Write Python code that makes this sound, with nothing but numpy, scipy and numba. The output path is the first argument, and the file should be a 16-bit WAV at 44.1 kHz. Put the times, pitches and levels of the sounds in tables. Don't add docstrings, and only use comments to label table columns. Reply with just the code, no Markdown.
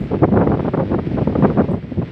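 import sys
import numpy as np
from scipy import signal
from scipy.fft import rfft, irfft
from scipy.io import wavfile
from scipy.ndimage import uniform_filter1d, minimum_filter1d
from numba import njit

SR = 44100
rng = np.random.default_rng(int(sys.argv[2]) if len(sys.argv) > 2 else 0)


def volts_from_decibels(level):
    exponent = np.asarray(level, float) / 20
    return 10 ** exponent


def log_audio(samples):
    frames = np.atleast_2d(samples).T
    limited = np.clip(frames, -1, 1)
    pcm = np.round(limited * 32767).astype(np.int16)
    wavfile.write(sys.argv[1], SR, pcm)


N = 93051


def unit(x):
    return x / np.sqrt(np.mean(x ** 2))


def curve(rows):
    return np.interp(np.arange(N) / SR, *np.array(rows).T)


def walk(rate_hz):
    hold = int(SR / rate_hz)
    levels = np.repeat(rng.standard_normal(N // hold + 1), hold)
    return unit(uniform_filter1d(uniform_filter1d(levels, hold), hold)[:N])


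@njit
def svf(x, hz, damping):
    out = np.empty((3, len(x)))
    g = np.tan(np.pi * hz / SR)
    band_state, low_state = 0., 0.
    for i in range(len(x)):
        band = (band_state + g * (x[i] - low_state)) / (1 + g * (g + damping))
        low = low_state + g * band
        out[0, i] = low
        out[1, i] = damping * band
        out[2, i] = x[i] - damping * band - low
        band_state = 2 * band - band_state
        low_state = 2 * low - low_state
    return out


def wind():
    bass_cut_hz, ceiling, port_hz = 128.7, 1.47, 3000.
    push = svf(eddies() + snaps(), bass_cut_hz, 1.414)[2]
    push = ceiling * np.tanh(push / ceiling)
    return svf(svf(push, port_hz, 1.63)[0], port_hz, 1.63)[0]


def eddies():
    per_s, scatter_db, width_spread = 550, 1.6, 0.948
    power, eddy_ms = gusts()
    gap, sign, size, spread = rng.random((N // 20, 4)).T
    at = np.cumsum(gap + 0.2) / 0.7 * SR / per_s
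    at = at[at < N - 1]
    n, here = len(at), at.astype(int)
    width_s = eddy_ms[here] / 1000 * np.exp(width_spread * (spread[:n] - 0.5))
    height = np.sign(sign[:n] - 0.5) * unit(volts_from_decibels(-scatter_db * np.log(1 - size[:n])))
    height = height * np.sqrt(power[here] / (per_s * width_s * np.pi / 2))
    return bumps(at, width_s * SR, height, 25.)


# columns centre_s [s], level_db [dB], eddy_ms [ms], length_s [s]
GUSTS = [(0.042, -18.5, 1, 0.041), (0.142, -15.5, 0.48, 0.041), (0.238, -6.5, 0.29, 0.034),
         (0.287, -14, 0.61, 0.024), (0.334, -12.5, 0.44, 0.035), (0.37, -11.5, 0.29, 0.046),
         (0.475, -11.5, 0.36, 0.021), (0.52, -13.5, 0.28, 0.027), (0.598, -20.5, 0.31, 0.029),
         (0.684, -16, 0.43, 0.026), (0.744, -16.0, 0.29, 0.025), (0.804, -17.5, 0.28, 0.048),
         (0.939, -16.5, 0.13, 0.057), (0.991, -18, 0.16, 0.024), (1.075, -10, 0.85, 0.012),
         (1.118, -17.5, 0.79, 0.02), (1.185, -15, 0.38, 0.035), (1.22, -12.5, 0.58, 0.031),
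         (1.277, -10.5, 0.51, 0.015), (1.328, -22.0, 0.26, 0.016), (1.358, -14, 0.16, 0.016),
         (1.393, -19.5, 0.37, 0.059), (1.449, -10, 0.26, 0.039), (1.502, -18, 0.41, 0.063),
         (1.587, -14.5, 0.15, 0.046), (1.692, -15.5, 0.56, 0.03), (1.744, -15.5, 0.57, 0.026),
         (1.841, -22, 0.95, 0.026), (1.878, -60, 0.49, 0.042)]
# columns centre_s [s], level_db [dB], eddy_ms [ms], length_s [s]
MORE_GUSTS = [(.013, -18, 1, 0.024), (.116, -13.5, 0.55, 0.019), (.172, -21, 0.54, 0.025), (.205, -23, 1, .02),
              (.395, -16.5, 0.28, 0.03), (.42, -13.5, 0.3, 0.042), (.445, -20.5, 0.37, 0.058),
              (.497, -13, 0.66, .02), (.545, -16, 0.39, 0.033), (.572, -17, 0.51, 0.014),
              (.625, -22.5, 0.42, .025), (.66, -20.5, 0.38, 0.037), (.78, -15.5, 0.43, 0.026),
              (.83, -18, 0.52, .025), (.858, -25.5, 0.43, 0.02), (.91, -22.5, 0.45, 0.032),
              (1.022, -32, 0.49, 0.034), (1.15, -13.5, 1, 0.035), (1.3, -18.5, 0.36, 0.022),
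              (1.43, -14, 0.23, 0.014), (1.541, -21, 0.92, 0.033), (1.606, -15.5, 0.2, 0.044),
              (1.645, -20, 0.3, .02), (1.72, -16, 0.65, 0.024), (1.775, -21.5, 0.69, .03),
              (1.923, -17.5, 1, 0.016), (1.96, -28.5, 0.73, 0.053), (1.991, -13.5, 1, .037),
              (2.027, -18.5, 0.51, 0.028), (2.081, -29.5, 0.94, 0.12)]
# columns time_s [s], level_db [dB]
BREEZE = [
    (0, -25),
    (.1, -23),
    (.35, -13),
    (.7, -27.5),
    (.9, -14.5),
    (1.1, -19),
    (1.4, -18),
    (1.7, -24),
    (1.9, -28.5),
    (2.11, -36.5),
]


def gusts():
    gust_gain_db, breeze_eddy_ms, eddy_scale, narrowest_ms, flutter_db = 4, 1, 1.031, 0.26, 2.5
    t = np.arange(N) / SR
    power = volts_from_decibels(curve(BREEZE) + flutter_db * walk(30.09)) ** 2
    log_width = power * np.log(breeze_eddy_ms)
    for centre_s, level_db, eddy_ms, length_s in list(GUSTS) + list(MORE_GUSTS):
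        shape = np.exp(-12 * np.abs((t - centre_s) / length_s) ** 2.735)
        gust = volts_from_decibels(level_db + gust_gain_db) ** 2 * shape
        core_ms = max(eddy_ms * eddy_scale, narrowest_ms)
        gust_log = np.log(breeze_eddy_ms) + np.log(core_ms / breeze_eddy_ms) * shape ** 0.5
        power = power + gust
        log_width = log_width + gust * gust_log
    return power, np.exp(log_width / power)


# columns start_s [s], peak_db [dB], eddy_ms [ms]
SNAPS = [(0.111, -23.5, 0.2), (0.141, -16.5, 0.21), (0.231, -11, 0.23), (0.235, -5, 0.2), (0.243, -7, 0.2),
         (0.321, -18, 0.22), (0.372, -7.5, 0.19), (0.383, -19, 0.21), (0.414, -11, 0.18),
         (0.472, -4.5, 0.23), (0.517, -16.5, 0.19), (0.596, -16, 0.21), (0.653, -18, 0.22),
         (0.736, -12.5, 0.21), (0.774, -12.5, 0.21), (0.805, -13, 0.22), (0.938, -17.5, 0.24),
         (0.987, -15.5, 0.23), (1.169, -18, 0.18), (1.215, -17, 0.25), (1.273, -25, 0.17),
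         (1.355, -9, 0.22), (1.423, -5, 0.25), (1.437, -11, 0.18), (1.448, -6, 0.19), (1.5, -10, 0.21),
         (1.572, -10, 0.26), (1.583, -12, 0.19), (1.6, -10, 0.16), (2.023, -19, 0.18)]


def snaps():
    late_s, spacing_widths, gain_db, fade_db = 0.001, 5.5, 2.5, 3.
    start_s, peak_db, eddy_ms = np.array(SNAPS).T
    turn = np.arange(3)[:, None]
    width_s = eddy_ms / 1000 + 0 * turn
    at_s = start_s + late_s + turn * spacing_widths * width_s
    height = volts_from_decibels(peak_db + gain_db - fade_db * np.abs(turn - 1)) * (-1.) ** turn
    return bumps(at_s.ravel() * SR, width_s.ravel() * SR, height.ravel(), 25.)


@njit
def bumps(at, width, height, reach):
    out = np.zeros(N)
    for e in range(len(at)):
        span = reach * width[e]
        for i in range(max(int(at[e] - span) + 1, 0), min(int(at[e] + span), N)):
            u = (i - at[e]) / width[e]
            out[i] += height[e] / (1 + u * u) * (1 - (u / reach) ** 2) ** 2
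    return out


# columns start_s [s], length_s [s], centre_hz [Hz], width_hz [Hz], level_db [dB]
RUSTLES = [
    (0.0, 0.058, 12840, 7000, -73.5),
    (0.0, .08, 7450, 3000, -69),
    (1.712, .02, 8100, 1300, -63),
    (1.717, 0.014, 12870, 4500, -72),
    (1.753, .04, 8200, 2200, -78),
]


def rustles():
    t, out = np.arange(N) / SR, 0
    for start_s, length_s, centre_hz, width_hz, level_db in RUSTLES:
        damping = width_hz / centre_hz
        rub = svf(rng.standard_normal(N), centre_hz, damping)[1]
        rub = svf(rub, centre_hz, damping)[1]
        attack = np.clip((t - start_s) / 0.003 + 1, 0, 1)
        decay = np.exp(-(np.clip(t - start_s, 0, 1) / length_s) ** 3)
        out = out + volts_from_decibels(level_db) * unit(rub) * attack * decay
    return out


# columns time_s [s], level_db [dB]
BLAZE = [(0, -45), (.25, -45.5), (.45, -45), (.65, -45), (.8, -45.5), (1.05, -46), (1.2, -44.5),
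         (1.43, -43), (1.65, -45.5), (1.76, -45.5), (1.88, -48.5), (2.11, -47.5)]
# columns pitch_hz [Hz], level_db [dB per Hz]
FIRE = [
    (400, -10.5),
    (1100, -5.5),
    (2000, -2.5),
    (3400, -11.5),
    (5200, -22),
    (6800, -36.5),
    (8600, -36.5),
    (9200, -56),
]


def fire():
    crackles_per_s, scatter_db, roar_db, flicker_db = 1400, 2.4, 2.6, 0.8
    crackle = clicks(crackles_per_s, scatter_db) * volts_from_decibels(2 * walk(20))
    roar = volts_from_decibels(roar_db) * rng.standard_normal(N)
    blaze = colour(crackle + roar, FIRE)
    return unit(blaze) * volts_from_decibels(curve(BLAZE) + flicker_db * walk(9.25))


def clicks(per_s, scatter_db):
    hit = rng.random(N) < per_s / SR
    sign = np.sign(rng.standard_normal(N))
    size = np.minimum(rng.exponential(size=N), 3)
    return unit(hit * sign * volts_from_decibels(scatter_db * size))


def colour(x, points):
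    size = 2048
    hz, db = np.array(points).T
    grid_hz = np.fft.rfftfreq(size, 1 / SR) + 1
    cepstrum = irfft(np.log(volts_from_decibels(np.interp(np.log(grid_hz), np.log(hz), db))))
    cepstrum[1:size // 2] *= 2
    cepstrum[size // 2 + 1:] = 0
    return signal.fftconvolve(x, irfft(np.exp(rfft(cepstrum))))[:N]


def scene():
    return (wind() + rustles() + fire())[None, :]


def low_pass(x):
    return signal.sosfilt(signal.butter(12, 15720, fs=SR, output="sos"), x)


def record(dry):
    sub_cut_hz, hiss_db, limit = 45., -90, 0.98
    x = svf(dry[0], sub_cut_hz, 1.26)[2] + volts_from_decibels(hiss_db) * rng.standard_normal(N)
    gain = 1 / np.maximum(np.abs(x) / limit, 1)
    gain = minimum_filter1d(gain, size=241)
    gain = uniform_filter1d(uniform_filter1d(gain, size=120), size=120)
    mix = (x * gain)[None, :]
    return low_pass(mix)


dry = scene()
out = record(dry)
log_audio(out)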